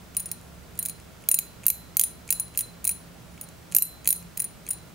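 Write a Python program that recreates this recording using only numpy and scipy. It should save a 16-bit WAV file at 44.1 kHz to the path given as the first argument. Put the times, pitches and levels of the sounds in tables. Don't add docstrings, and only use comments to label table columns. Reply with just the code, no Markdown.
import sys
import numpy as np
from scipy import signal
from scipy.fft import rfft, irfft, next_fast_len
from scipy.io import wavfile
from scipy.ndimage import uniform_filter1d

SR = 44100
rng = np.random.default_rng(int(sys.argv[2]) if len(sys.argv) > 2 else 0)


def unload_wav(signal):
    wavfile.write(
        sys.argv[1],
        SR,
        np.round(np.clip(np.atleast_2d(signal).T, -1, 1) * 32767).astype(np.int16),
    )


def amplitude_ratio(level_db):
    exponent = np.asarray(level_db, float) / 20
    return 10 ** exponent


N = 218030

# t/s, body crack level/dB, spool lip and spool skirt re crack/dB
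SNAPS = [(0.1676, -23, -3.5, 0), (1.2876, -16.5, -10, 9), (1.3142, -16.5, -1, 2), (1.343, -15, -3, 1.5),
         (1.3877, -18, -14, 3.5), (1.6655, -14.5, -23, 10.5), (1.682, -17, -9, 9),
         (1.7013, -17.5, -23, 9.5), (1.969, -17, -17, 7.5), (1.9952, -13.5, -16, 5.5),
         (2.0124, -19.5, -9, 9), (2.037, -21.5, -1, 1), (2.3049, -17.5, -9, 4), (2.3257, -21.5, -10, -1),
         (2.3977, -26, -1.5, 0), (2.5745, -24, 0, 10), (2.5901, -24, -21, 6), (2.6077, -26, -8, -3),
         (2.8509, -22.5, -19, -5), (2.876, -22, -5, 2), (2.892, -20, -5.5, -2), (3.7486, -14, -28, 6),
         (3.7652, -16, -6.5, 17), (3.785, -18, -29, 12), (3.8227, -19.5, -3, 13.5),
         (4.0747, -12.5, -24, -3), (4.0891, -20.5, -6, 12), (4.1047, -21.5, 1, 12.5),
         (4.1272, -20.5, -30, 6), (4.4009, -24.5, -2, -6)]
# t/s, body crack level/dB, spool lip and spool skirt re crack/dB
SLIPS = [(0.197, -33.5, -11, 5), (0.202, -34.5, -0.5, -8), (0.224, -55, -12, -13), (0.229, -49, -11, -10),
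         (0.258, -37, 2, -11), (0.3148, -26.5, -10, -1), (0.7904, -28.5, -2, 10.5), (0.8272, -32, -4.5, 10),
         (0.8522, -31, -8, 3), (0.8588, -27, -10, 1), (0.8853, -31.5, -14, -4), (0.896, -34, -3, 3),
         (2.6, -34, -5, -4), (2.843, -30.5, -6, -12), (2.8699, -26, -22, -11), (2.9117, -34, -1.5, 1),
         (3.412, -35, -7.5, 3), (3.4314, -48, -7, -10), (3.439, -47, -5, 0), (3.853, -49, 9, 21),
         (4.065, -40, -13, -16), (4.1598, -41.5, 6, -12), (4.3744, -27, -12, 3), (4.3957, -35, 6, -7),
         (4.4204, -31, -5, 5.5), (4.4427, -34.5, 4, -2), (4.6885, -35.5, 0, 8), (4.7052, -36.5, 7.5, 9),
         (4.7091, -28, -5.5, -6), (4.7325, -39, -11, 0)]
# t/s, body crack level/dB, frame knock re crack/dB
FINGER_TICKS = [(0.1482, -42.5, -4), (0.2893, -42, -15), (0.4121, -49, -13), (0.754, -48, -8),
                (0.776, -40, -27), (1, -46.5, -9), (1.2213, -49, -9), (1.2387, -47, -1.5),
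                (1.6343, -44, -1), (1.6397, -40, -6), (1.6553, -39, -9), (2.277, -38, -17),
                (2.29, -35.5, -3), (2.481, -46, -12), (2.5396, -49, -9), (2.5488, -45, 1.5),
                (2.557, -41.5, -14), (3.3774, -55, 4), (3.488, -43.5, -13), (3.7153, -44, -15),
                (3.7223, -31.5, -10.5), (3.728, -40, -11), (3.7403, -41, -18), (4.0454, -36.5, -18),
                (4.056, -33.5, -4), (4.2257, -46, -13), (4.3719, -37, -6.5), (4.6656, -35.5, -12),
                (4.6767, -42, -3), (4.7854, -54, -11)]
# f/Hz, level/dB, t60/s
BODY_MODES = [(5395, -14, 0.0023), (5900, -9, 0.0055), (6687, -1.5, 0.0056), (7600, 0, 0.004),
              (8210, -3.5, 0.0036), (9250, -6, 0.017), (4640, -7.5, 0.0022), (3940, -15.5, 0.011)]
# f/Hz, level/dB, t60/s
FRAME_MODES = [(1490, -16, 0.01), (2138, -2.5, 0.0053), (2564, -0.5, 0.0083), (3020, -1, 0.0048),
               (3260, -8, 0.0029)]
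# f/Hz, level/dB, t60/s
LIP_MODES = [(9600, -1, .026), (9655, -4, .04), (9628, -16, .14)]
# f/Hz, level/dB, t60/s
SKIRT_MODES = [(12085, -19, .07), (12170, 1, .008), (12330, -4, .007), (11700, -5, .005), (12900, -8, .005)]
# f/Hz, level/dB, t60/s
SPRING_MODES = [(14265, -8, .028), (14400, -4, .006), (15600, -6, .007), (13600, -7, .005),
                (15000, -6, .005), (16200, -17, .004)]
# f/Hz, level/dB, t60/s
RIM_MODES = [(10990, 1, 0.0026), (10270, 5.2, 0.0023), (9820, 6, 0.01), (9780, 5, 0.0023)]
# t/s, peak level/dB of lower tone, of upper tone
SINGING = [(0.166, -51.5, -54), (0.317, -63, -53.5), (0.791, -50.5, -52), (0.884, -57, -47.5),
           (1.289, -44.5, -66), (1.349, -41, -46), (1.667, -44, -64), (1.715, -44, -68), (1.97, -52, -52),
           (2.014, -46, -53), (2.089, -54.5, -69), (2.307, -44, -54), (2.335, -43.5, -54),
           (2.401, -49, -50), (2.574, -48, -67), (2.616, -46.5, -46.5), (2.853, -44.5, -67),
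           (2.895, -50.5, -48), (3.45, -59, -60), (3.75, -45, -57), (3.802, -37, -56), (4.073, -41.5, -65),
           (4.135, -57, -45.5), (4.4, -50, -57), (4.708, -48, -65)]
# t/s, peak level/dB
WHISTLES = [(0.42, -60), (1.289, -50), (1.667, -52), (2.014, -26), (2.089, -46), (2.307, -26.5),
            (2.401, -34.5), (2.574, -58), (2.91, -34), (3.305, -58), (3.824, -49), (4.445, -61)]
# f/Hz, density level/dB per Hz
FLOOR_SPECTRUM = [(15, -44), (25, -11), (64, -6), (277, -11), (1370, -20.5), (4030, -27), (14800, -32),
                  (16000, -25.5)]
# f/Hz, bandwidth/Hz, level/dB
FAN_TONES = [(69.5, 13.4, -62.5), (117.3, 4.3, -68.5), (170.2, 5.8, -60), (171.5, 37, -67.5),
             (640, 34, -76.5), (1386, 50, -77)]
# f/Hz, correlation/0-1
FLOOR_LIKENESS = [(40, 0.08), (120, 1), (300, 0.25), (1000, 0.35), (3000, 0.39), (15000, 0.23)]


def contacts():
    rows = [(s, db, -17, lip, skirt, 0) for s, db, lip, skirt in SNAPS]
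    rows += [(s, db, -17.5, lip, skirt, -0.5) for s, db, lip, skirt in SLIPS]
    rows += [(s, db, frame, -30, -11.5, -23) for s, db, frame in FINGER_TICKS]
    return np.array(rows)


def chatter(count, bounce_s, share, size=220):
    draw = rng.random((count, 2, size))
    happens = draw[:, 0] < share
    strength = 2 * draw[:, 1] - 1
    force = happens * strength * np.exp(-np.arange(size) / SR / bounce_s)
    force[:, 0] = 0.86
    return force / np.sqrt(np.sum(force ** 2, axis=1, keepdims=True))


def ring(force, hz, t60_s):
    r = amplitude_ratio(-60 / (t60_s * SR))
    w = 2 * np.pi * hz / SR
    return signal.lfilter([0, np.sin(w)], [1, -2 * r * np.cos(w), r * r], force + 1e-18)


def reel():
    rows = contacts()
    blows = chatter(count=len(rows), bounce_s=0.0018, share=0.1)
    blow_n = np.arange(blows.shape[1])
    where = (rows[:, :1] * SR).astype(int) + blow_n

    parts = [BODY_MODES, FRAME_MODES, LIP_MODES, SKIRT_MODES, SPRING_MODES, RIM_MODES]
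    part_gain_db = [2.64, 8.7, 13.3, 4.76, 7.5, 5.9]
    body_db = np.zeros(len(rows))
    rim_db = np.minimum(rows[:, 4:].max(axis=1) + 1.8, 0)
    part_db = rows[:, 1:2] + np.c_[body_db, rows[:, 2:], rim_db] + part_gain_db

    spot = rng.standard_normal((len(rows), 40))
    aim = rng.standard_normal(40)
    out = np.zeros((2, N))
    k = 0
    for modes, level_db in zip(parts, part_db.T):
        for hz, mode_db, t60_s in modes:
            fed = np.abs(blows @ np.exp(2j * np.pi * hz / SR * blow_n))
            strength = amplitude_ratio(level_db + mode_db + 1.44 * spot[:, k]) / np.sqrt(fed ** 2 + 0.3)
            force = np.bincount(where.ravel(), (blows * strength[:, None]).ravel(), N)
            side_db = np.array([[1], [-1]]) * (0.65 * aim[k] - 0.83)
            out += (-1) ** k * amplitude_ratio(side_db) * ring(force, hz, t60_s)
            k += 1
    too_small_for_bass = signal.butter(4, 1700, "high", fs=SR, output="sos")
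    return signal.sosfilt(too_small_for_bass, out)


def singing(rows, tones_hz, t60s_s):
    swell_s, damp_s = 0.012, 0.0038
    out = np.zeros(N)
    starts_s = [row[0] for row in rows] + [N / SR]
    for (s, *levels_db), grip_s in zip(rows, starts_s[1:]):
        first, last = round(s * SR), round(grip_s * SR)
        t = np.arange(first, last) / SR - s
        shape = (1 - np.exp(-t / swell_s)) * np.minimum((t[-1] - t) / damp_s, 1)
        for level_db, hz, t60_s, sign in zip(levels_db, tones_hz, t60s_s, (1, -1)):
            decay = amplitude_ratio(level_db - 60 * t / t60_s)
            out[first:last] += sign * decay * shape * np.sin(2 * np.pi * hz * t)
    return out


def hand_reflection(middle):
    return amplitude_ratio(-31) * np.roll(middle, round(0.0004 * SR)) * [[1], [-1]]


def room(x):
    t60_s, level_db, top_hz = 0.27, -13.5, 9700
    t = np.arange(round(0.5 * SR)) / SR
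    tail = rng.standard_normal((2, len(t))) * amplitude_ratio(-60 * t / t60_s) * (1 - np.exp(-t / 0.001))
    tail = signal.lfilter(*signal.butter(1, top_hz, fs=SR), tail)
    tail = amplitude_ratio(level_db) * tail / np.sqrt(np.sum(tail ** 2) / 2)
    return signal.fftconvolve(x[None], tail, axes=1)[:, :N]


def rms_one(x):
    return x / np.sqrt(np.mean(x ** 2) + 1e-20)


def at_hz(points, hz):
    table_hz, value = np.array(points)[:, :2].T
    return np.interp(np.log(hz), np.log(table_hz), value)


def fans_and_hiss():
    size = next_fast_len(N)
    hz = np.maximum(np.fft.rfftfreq(size, 1 / SR), 1)
    mid, side = rfft(rng.standard_normal((2, size)), axis=1)
    alike = np.clip(at_hz(FLOOR_LIKENESS, hz), 0, 1)
    white = np.sqrt(1 + alike) * mid + np.sqrt(1 - alike) * side * [[1], [-1]]
    out = amplitude_ratio(-50.5) * rms_one(irfft(white * amplitude_ratio(at_hz(FLOOR_SPECTRUM, hz)), size))
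    for tone_hz, width_hz, level_db in FAN_TONES:
        resonance = 1 / (1 + ((hz - tone_hz) / (width_hz / 2)) ** 2)
        out += amplitude_ratio(level_db) * rms_one(irfft(white * resonance, size))
    return out[:, :N] * amplitude_ratio([[-0.8], [0.8]])


def scene():
    near = reel()
    near = near + singing(SINGING, tones_hz=(4066, 4086), t60s_s=(0.49, 0.3))
    near = near + singing(WHISTLES, tones_hz=(10248,), t60s_s=(0.21,))
    middle = near.mean(axis=0)
    far = room(middle) + fans_and_hiss()
    far_lowpass = signal.ellip(8, 0.5, 50, 15700, fs=SR, output="sos")
    return near + hand_reflection(middle) + signal.sosfilt(far_lowpass, far)


def low_pass(x):
    return signal.sosfilt(signal.butter(12, 17010, fs=SR, output="sos"), x)


def record(dry):
    threshold_db, release_db_per_s = -9.5, 90
    level_db = 20 * np.log10(np.abs(dry).max(axis=0) + 1e-9)
    slope_db = release_db_per_s * np.arange(N) / SR
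    held_db = np.maximum.accumulate(level_db + slope_db) - slope_db
    duck_db = uniform_filter1d(-0.4 * np.maximum(held_db - threshold_db, 0), size=90)
    x = 1.02 * np.tanh(dry * amplitude_ratio(duck_db) / 0.77)
    x = signal.sosfilt(signal.cheby2(10, 50, 16950, fs=SR, output="sos"), x)
    return low_pass(x)


dry = scene()
out = record(dry)
unload_wav(out)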